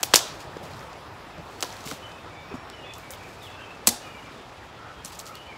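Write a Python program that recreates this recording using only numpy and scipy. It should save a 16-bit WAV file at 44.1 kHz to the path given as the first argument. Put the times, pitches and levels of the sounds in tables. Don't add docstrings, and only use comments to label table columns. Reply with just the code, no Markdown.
import sys
import numpy as np
from scipy import signal
from scipy.io import wavfile

SR = 44100
rng = np.random.default_rng(int(sys.argv[2]) if len(sys.argv) > 2 else 0)


def wav_out(sig):
    wavfile.write(sys.argv[1], SR, np.round(np.clip(np.atleast_2d(sig).T, -1, 1) * 32767).astype(np.int16))


def to_linear_factor(level_db):
    exponent = np.asarray(level_db, float) / 20
    return 10 ** exponent


N = 245901

# start in seconds [s], peak level [dB], centre pitch [Hz],
# bending wave compared with that peak [dB], time for the splinter to fade by 60 dB [s].
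TWIG_CRACKS = [(0.0308, -4.5, 7800, -15.5, 0.013), (0.0344, -8, 4040, -28.5, 0.011),
               (0.1375, -1, 3740, -6, 0.036), (0.1417, 8, 5800, -44, 0.0041),
               (0.145, -10, 5750, -25, 0.008), (0.149, -5.5, 2940, -37, 0.013),
               (0.1534, -6, 7240, -31, 0.01), (0.158, 5, 5510, -24.5, 0.013), (0.161, -8, 7000, -22, 0.09),
               (0.1694, -11, 6840, -15.5, 0.012), (1.6071, -19, 5430, -40, 0.0047),
               (1.626, -5.5, 4470, -16.5, 0.0021), (1.629, -14.5, 4220, -18, 0.022),
               (1.6368, -29.5, 6910, 4.5, 0.011), (1.6452, -24, 4390, -22.5, 0.012),
               (3.8711, -4, 5900, -13, 0.0053), (3.8722, 2.5, 7060, -47, 0.029),
               (3.8767, -3.5, 7850, -17, 0.033), (3.882, -17, 6190, -28, 0.014),
               (3.889, -5, 6230, -41, 0.024)]


def cracks():
    out = np.zeros((2, N))
    t = np.arange(1500) / SR
    noise = rng.standard_normal((len(TWIG_CRACKS), len(t)))
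    sweep_hz = 300 + 2200 * np.exp(-t / 0.0017)
    bend_shape = to_linear_factor(-60 * t / 0.019) * (1 - np.exp(-t / 0.0023))
    bend = bend_shape * np.sin(2 * np.pi * np.cumsum(sweep_hz) / SR)
    for (s, db, hz, bend_db, t60), grain in zip(TWIG_CRACKS, noise):
        octaves = 1.2 + 0.8 * np.log2(hz / 5000)
        add(out, s, splinter(grain, hz, t60, octaves), db - 0.5)
        add(out, s, bend, db + bend_db + 10)
    return out


def splinter(noise, hz, t60, octaves):
    t = np.arange(len(noise)) / SR
    click = t == 0
    fade = to_linear_factor(-60 * t / t60) * np.minimum(t / 0.00018, 1)
    burst = noise * fade + 2.5 * click
    half = 2 ** (np.clip(octaves, 0.3, 4) / 2)
    near, spread = band(np.array([burst, click]), hz / half, hz * half, order=1)
    stub = 0.22 * fade * np.sin(2 * np.pi * hz * t)
    near = near / np.abs(near).max() + stub
    spread = spread * np.std(near) / np.std(spread)
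    return np.array([near, spread]) / np.abs(near).max()


# start in seconds [s], peak level [dB], centre pitch [Hz].
STALK_SNAPS = [(0.6404, -38, 4830), (0.735, -36, 4130), (0.7932, -36.5, 5100), (0.9308, -38.5, 4300),
               (1.704, -32.5, 4120), (1.7266, -27.5, 5240), (1.767, -33, 4480), (1.807, -34, 4750),
               (1.841, -32, 4820), (1.873, -32, 4700), (1.9053, -29, 4180), (1.9132, -25.5, 4160),
               (1.9227, -28.5, 4130), (2.1185, -36, 4200), (2.937, -29.5, 5800), (2.9544, -37, 5710),
               (2.9821, -32.5, 13100), (3.1062, -24.5, 8100), (3.111, -30, 9200), (3.1362, -29.5, 3820),
               (5.046, -35, 12300), (5.0486, -21, 7570), (5.0576, -23.5, 7200), (5.1064, -38, 4120),
               (5.131, -35, 5220), (5.1924, -23, 8000), (5.1998, -27.5, 4380), (5.257, -32.5, 5980),
               (5.266, -29, 5170), (5.354, -35, 4350)]


def snaps():
    out = np.zeros((2, N))
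    noise = rng.standard_normal((len(STALK_SNAPS), 1500))
    for (s, db, hz), grain in zip(STALK_SNAPS, noise):
        octaves = 0.55 + 0.22 * np.log2(hz / 5000)
        add(out, s, splinter(grain, hz, 0.0072, octaves), db + 1)
    return band(out, 2800, 12000, order=4)


# start in seconds
# [s], peak level [dB], centre pitch [Hz], time to fade by 60 dB [s], width of the sound [octaves].
WOOD_TICKS = [(.009, -31.5, 5000, .006, 2.5), (.0345, -20, 12500, .012, .71),
              (.115, -34, 5000, 0.0073, 2.1), (.138, -5.5, 1600, .008, 1.2), (.1918, -13, 2800, .005, 1.3),
              (.284, -38, 9000, .0042, 1.6), (.57, -37, 4650, 0.011, 0.46), (.571, -34, 1500, .009, 2.5),
              (.711, -42, 12000, .008, 1.1), (1.382, -43, 4500, .015, 1.5), (1.767, -40, 14500, .006, .4),
              (1.874, -26, 2200, 0.021, .9), (1.913, -19, 1220, .011, 0.93), (2.7, -28, 3300, .006, 1.9),
              (2.982, -33, 13000, .02, .4), (3.8668, -25, 8000, .009, 2.5), (3.872, -3, 9722, .02, .6),
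              (3.8722, -19, 1500, 0.011, 1.2), (3.887, -14, 6480, 0.031, 2.7),
              (5.1885, -39, 5970, .01, 2.5), (5.354, -30.5, 12000, .01, 1.1)]


def ticks():
    out = np.zeros((2, N))
    noise = rng.standard_normal((len(WOOD_TICKS), 1500))
    for (s, db, hz, t60, octaves), grain in zip(WOOD_TICKS, noise):
        add(out, s, splinter(grain, hz, t60, octaves), db)
    return out


# start in seconds [s], peak level [dB], pitch [Hz],
# time to fade by 60 dB [s].
SOLE_THUDS = [(0.034, -28, 330, 0.03), (0.139, -15.5, 230, 0.022), (0.566, -26, 463, 0.025),
              (0.63, -37.5, 172, 0.08), (1.382, -34, 162, 0.096), (1.648, -32.5, 980, 0.04),
              (1.86, -32, 135, 0.069), (1.88, -36, 443, 0.18), (1.914, -31, 284, 0.092),
              (1.929, -34, 154, 0.027), (2.513, -33, 397, 0.051), (2.526, -35, 442, 0.039),
              (2.539, -27, 235, 0.04), (2.551, -31.5, 247, 0.034), (3.103, -39.5, 500, 0.054),
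              (3.877, -19, 222, 0.026), (3.891, -29.5, 240, 0.22), (3.919, -33, 833, 0.088),
              (5.051, -36, 184, 0.028)]


def thuds():
    out = np.zeros(N)
    t = np.arange(3000) / SR
    noise = rng.standard_normal((len(SOLE_THUDS), len(t)))
    for (s, db, hz, t60), grain in zip(SOLE_THUDS, noise):
        puff_size = 0.61 * (200 / hz) ** 0.4
        puff = puff_size * rms_one(band(grain, hz / 3.5, hz * 3))
        shape = to_linear_factor(-60 * t / t60) * (1 - np.exp(-t / 0.0027))
        thud = shape * (np.sin(2 * np.pi * hz * t) + puff)
        add(out, s, thud / np.abs(thud).max(), db + 2)
    return out


# time in seconds [s], crackle level [dB], brightness [dB per octave].
LITTER_WEIGHT = [(0.0, -50.5, 6), (0.28, -45, 1.5), (0.42, -65, 5), (0.81, -54.5, 7), (1.23, -79, 2),
                 (1.5, -56, 5), (1.77, -47, 4), (1.94, -52.5, 1.5), (2.13, -59.5, 2.5), (2.7, -76.5, -7.5),
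                 (3.09, -57.5, 1), (3.32, -54, 3), (3.82, -65.5, -3.3), (3.99, -54, 4.5), (4.86, -67.5, -6),
                 (5.22, -51.5, 9), (5.58, -65.5, -3.5)]


def litter():
    level_db, tilt_db = in_time(LITTER_WEIGHT)
    return to_linear_factor(level_db - 3.5) * crackle(5000, 2.3, tilt_db)


# start in seconds [s], length [s], level [dB],
# brightness [dB per octave].
SHOE_SWISHES = [(0.031, .03, -31.5, 16), (0.387, 0.08, -50, 2.5), (0.625, 0.063, -49.5, 6),
                (0.695, 0.078, -58, -1.5), (0.757, 0.085, -56, 2), (1.605, 0.081, -44.5, 12),
                (1.85, 0.11, -38, 6), (2.217, .03, -66, 6), (2.537, 0.052, -58, 3), (2.93, 0.13, -52, 6),
                (3.108, 0.044, -43.5, 16), (3.207, .04, -66, -3), (3.419, 0.083, -51.5, 8),
                (3.745, .04, -61, 0), (5.042, 0.061, -41, 7.5), (5.117, 0.059, -46.5, 4.5),
                (5.187, 0.036, -39, 8), (5.255, 0.048, -44.5, 4.5), (5.351, 0.041, -54, -2)]


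def swishes():
    t = np.arange(N) / SR
    stroke, bright_db = np.zeros((2, N))
    for s, length, db, tilt in SHOE_SWISHES:
        part = (t - s) / length
        rise, fall = part / 0.13, (1.3 - part) / 1.3
        stroke += to_linear_factor(db) * np.clip(np.minimum(rise, fall), 0, 1)
        bright_db[(part > 0) & (part < 1.3)] = tilt
    return stroke * band(crackle(2800, 3.8, bright_db), 2200, 20000)


# frequency [Hz], strength [dB per Hz].
DRY_LEAF_COLOUR = [(710, -31), (1200, -7.5), (2440, 4.5), (2630, 3.5), (4490, -2.5), (8010, -9),
                   (13500, -17), (16300, -21)]


def crackle(per_s, spread_db, tilt_db):
    size_db = spread_db * np.minimum(rng.exponential(1, (2, N)), 4)
    sizes = to_linear_factor(size_db) * rng.choice([-1, 1], (2, N))
    chance = per_s * to_linear_factor(3 * drift(40)) / SR
    clicks = sizes * (rng.random((2, N)) < chance)

    def colour_db(hz):
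        return at_hz(DRY_LEAF_COLOUR, hz) + tilt_db * np.log2(hz / 9000)

    sound = banded(clicks, colour_db, low_hz=1210)
    return sound / np.std(band(sound, 6000, 16000))


# start in seconds [s], length [s], pitch [Hz], level [dB].
HELD_WHISTLES = [(2.015, .075, 3000, -50), (2.09, .12, 2560, -54), (2.11, .05, 3000, -57),
                 (2.13, .1, 3580, -62), (2.29, .19, 2290, -54), (2.34, .14, 3550, -63),
                 (2.39, .42, 5510, -67), (1.44, .3, 4370, -66), (2.44, .13, 2500, -55),
                 (2.49, .13, 2320, -58), (2.76, .1, 2880, -52.5), (2.82, .12, 2570, -53),
                 (2.84, .11, 3490, -52), (3.0, .12, 2280, -58), (3.17, .15, 2500, -57),
                 (3.17, .17, 2300, -57), (3.36, .11, 2490, -60), (3.49, .09, 2640, -57),
                 (3.51, .06, 3420, -58), (3.6, .07, 3090, -55), (3.66, .1, 2660, -52),
                 (4.06, .1, 2860, -55), (4.17, .07, 2890, -57), (4.95, .1, 3220, -58.5),
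                 (5.44, .09, 3000, -57)]
# start in seconds [s], length [s], pitch [Hz], level [dB].
HUSKY_COOS = [
    (3.54, .1, 1570, -54),
    (4.03, .09, 1270, -52),
    (4.76, .17, 1320, -53),
    (4.83, .12, 1480, -55),
    (5.21, .15, 1290, -51),
]
# start in seconds [s], length [s], first pitch [Hz],
# last pitch [Hz], level [dB].
SLURRED_WHISTLES = [(2.725, .05, 3100, 2870, -52), (2.83, .025, 3100, 3450, -56),
                    (3.11, .05, 2330, 2150, -53), (3.415, .045, 3700, 3350, -51),
                    (3.445, .05, 3450, 2640, -49), (3.56, .05, 2650, 2780, -52),
                    (3.6, .08, 2760, 2580, -51), (4.015, .05, 2800, 2950, -52),
                    (4.01, .09, 2560, 2400, -52.5), (4.1, .13, 2450, 2240, -54),
                    (4.22, .09, 2340, 2300, -57), (5.29, .06, 2050, 2500, -58), (5.34, .1, 2880, 2970, -50),
                    (5.47, .1, 2330, 2230, -50)]


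def birds():
    out = np.zeros(N)
    flutter, waver = drift(52.5), drift(110)
    calls = [(s, length, hz, hz, db, 0.35) for s, length, hz, db in HELD_WHISTLES]
    calls += [(s, length, hz, hz, db, 0.45) for s, length, hz, db in HUSKY_COOS]
    calls += [(*row, 0.5) for row in SLURRED_WHISTLES]
    for s, length, from_hz, to_hz, db, hoarse in calls:
        i = round(s * SR)
        t = np.arange(min(round(length * SR), N - i)) / SR
        now = slice(i, i + len(t))
        glide = (1 - np.cos(np.pi * t / length)) / 2
        hz = from_hz + (to_hz - from_hz) * glide + 130 * hoarse * waver[now]
        shape = np.sqrt(np.sin(np.pi * t / length)) * rms_one(to_linear_factor(6 * hoarse * flutter[now]))
        out[now] += to_linear_factor(db + 5) * shape * np.sin(2 * np.pi * np.cumsum(hz) / SR)
    return out


# frequency [Hz], strength [dB per Hz].
WASH_COLOUR = [(25, -10), (92, 1), (202, -5.5), (945, -3.5), (4940, -23), (7830, -36), (10000, -28.5),
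               (16300, -44.5)]
# time in seconds [s], level [dB].
WIND_EASING = [(0.0, -41.5), (0.74, -41.5), (1.23, -43), (4.05, -43.5), (4.57, -45), (5.58, -44.5)]


def wash():
    noise = banded(rng.standard_normal((2, N)), lambda hz: at_hz(WASH_COLOUR, hz) + 1.6 * drift(11))
    level_db = in_time(WIND_EASING)[0]
    return to_linear_factor(level_db) * noise / np.std(band(noise, 60, 2300))


# frequency [Hz], time to fade by 60 dB [s].
TRUNK_FADE = [(200, 0.092), (700, 0.86), (2000, 0.25), (4000, 0.51), (8000, 0.32), (14000, 0.22)]


def woodland(direct, spread, trunks_db):
    t = np.arange(SR // 2) / SR
    noise = rng.standard_normal((2, len(t)))
    tail = banded(noise, lambda hz: -60 * t / at_hz(TRUNK_FADE, hz), low_hz=151.4)
    tail = rms_one(tail) * np.minimum(t / 0.0025, 1) / np.sqrt(len(t))
    lag = round(0.0039 * SR)
    ground = np.concatenate([np.zeros(lag), band(direct, 100, 12000, order=1)[:-lag]])
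    trunks = signal.fftconvolve(spread, tail)[:N]
    return direct + to_linear_factor(-19.5) * ground + to_linear_factor(trunks_db) * trunks


def in_time(rows):
    s, *columns = np.transpose(rows)
    return [np.interp(np.arange(N) / SR, s, c) for c in columns]


def at_hz(points, hz):
    table_hz, values = np.transpose(points)
    return np.interp(np.log(hz), np.log(table_hz), values)


def rms_one(x):
    return x / np.sqrt(np.mean(x ** 2) + 1e-20)


def drift(rate):
    r = np.exp(-40 * np.pi * rate / SR)
    noise = rng.standard_normal(N // 20 + 4002)
    slow = signal.lfilter([1], [1, -2 * r, r * r], noise)[4000:]
    return np.interp(np.arange(N) / 20, np.arange(len(slow)), rms_one(slow))


def band(x, low_hz, high_hz, order=2):
    edges = [low_hz, min(high_hz, 0.47 * SR)]
    return signal.sosfilt(signal.butter(order, edges, "band", fs=SR, output="sos"), x)


def add(out, s, sound, db):
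    i = round(s * SR)
    out[..., i:i + sound.shape[-1]] += to_linear_factor(db) * sound[..., :N - i]


def banded(sources, gain_db, low_hz=29.54):
    edges = low_hz * 2 ** np.arange(0, np.log2(17000 / low_hz) + 0.5, 0.5)
    total = 0
    for k, (low, high) in enumerate(zip(edges, edges[1:])):
        total = total + to_linear_factor(gain_db(np.sqrt(low * high))) * band(sources[k % 2], low, high)
    return total


def scene():
    near = woodland(*(cracks() + snaps() + ticks()), trunks_db=-14)
    underfoot = thuds() + litter() + swishes()
    song = birds()
    far = woodland(song, song, trunks_db=-5)
    return (near + underfoot + far + wash())[None]


def roll_off(x):
    return signal.sosfilt(signal.butter(12, 16440, fs=SR, output="sos"), x)


def record(dry):
    step = signal.firwin(901, np.array([8100]), fs=SR, window="boxcar", pass_zero=False)
    treble = signal.fftconvolve(dry, step[None], mode="same")
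    shelved = dry + (to_linear_factor(-3.5) - 1) * treble
    thinned = signal.sosfilt(signal.butter(3, 38, "high", fs=SR, output="sos"), shelved)
    overloaded = np.clip(thinned, -1, 1)
    top_cut = signal.ellip(6, 0.15, 16, 15700, fs=SR, output="sos")
    mix = signal.sosfiltfilt(top_cut, overloaded)
    return roll_off(mix)


dry = scene()
out = record(dry)
wav_out(out)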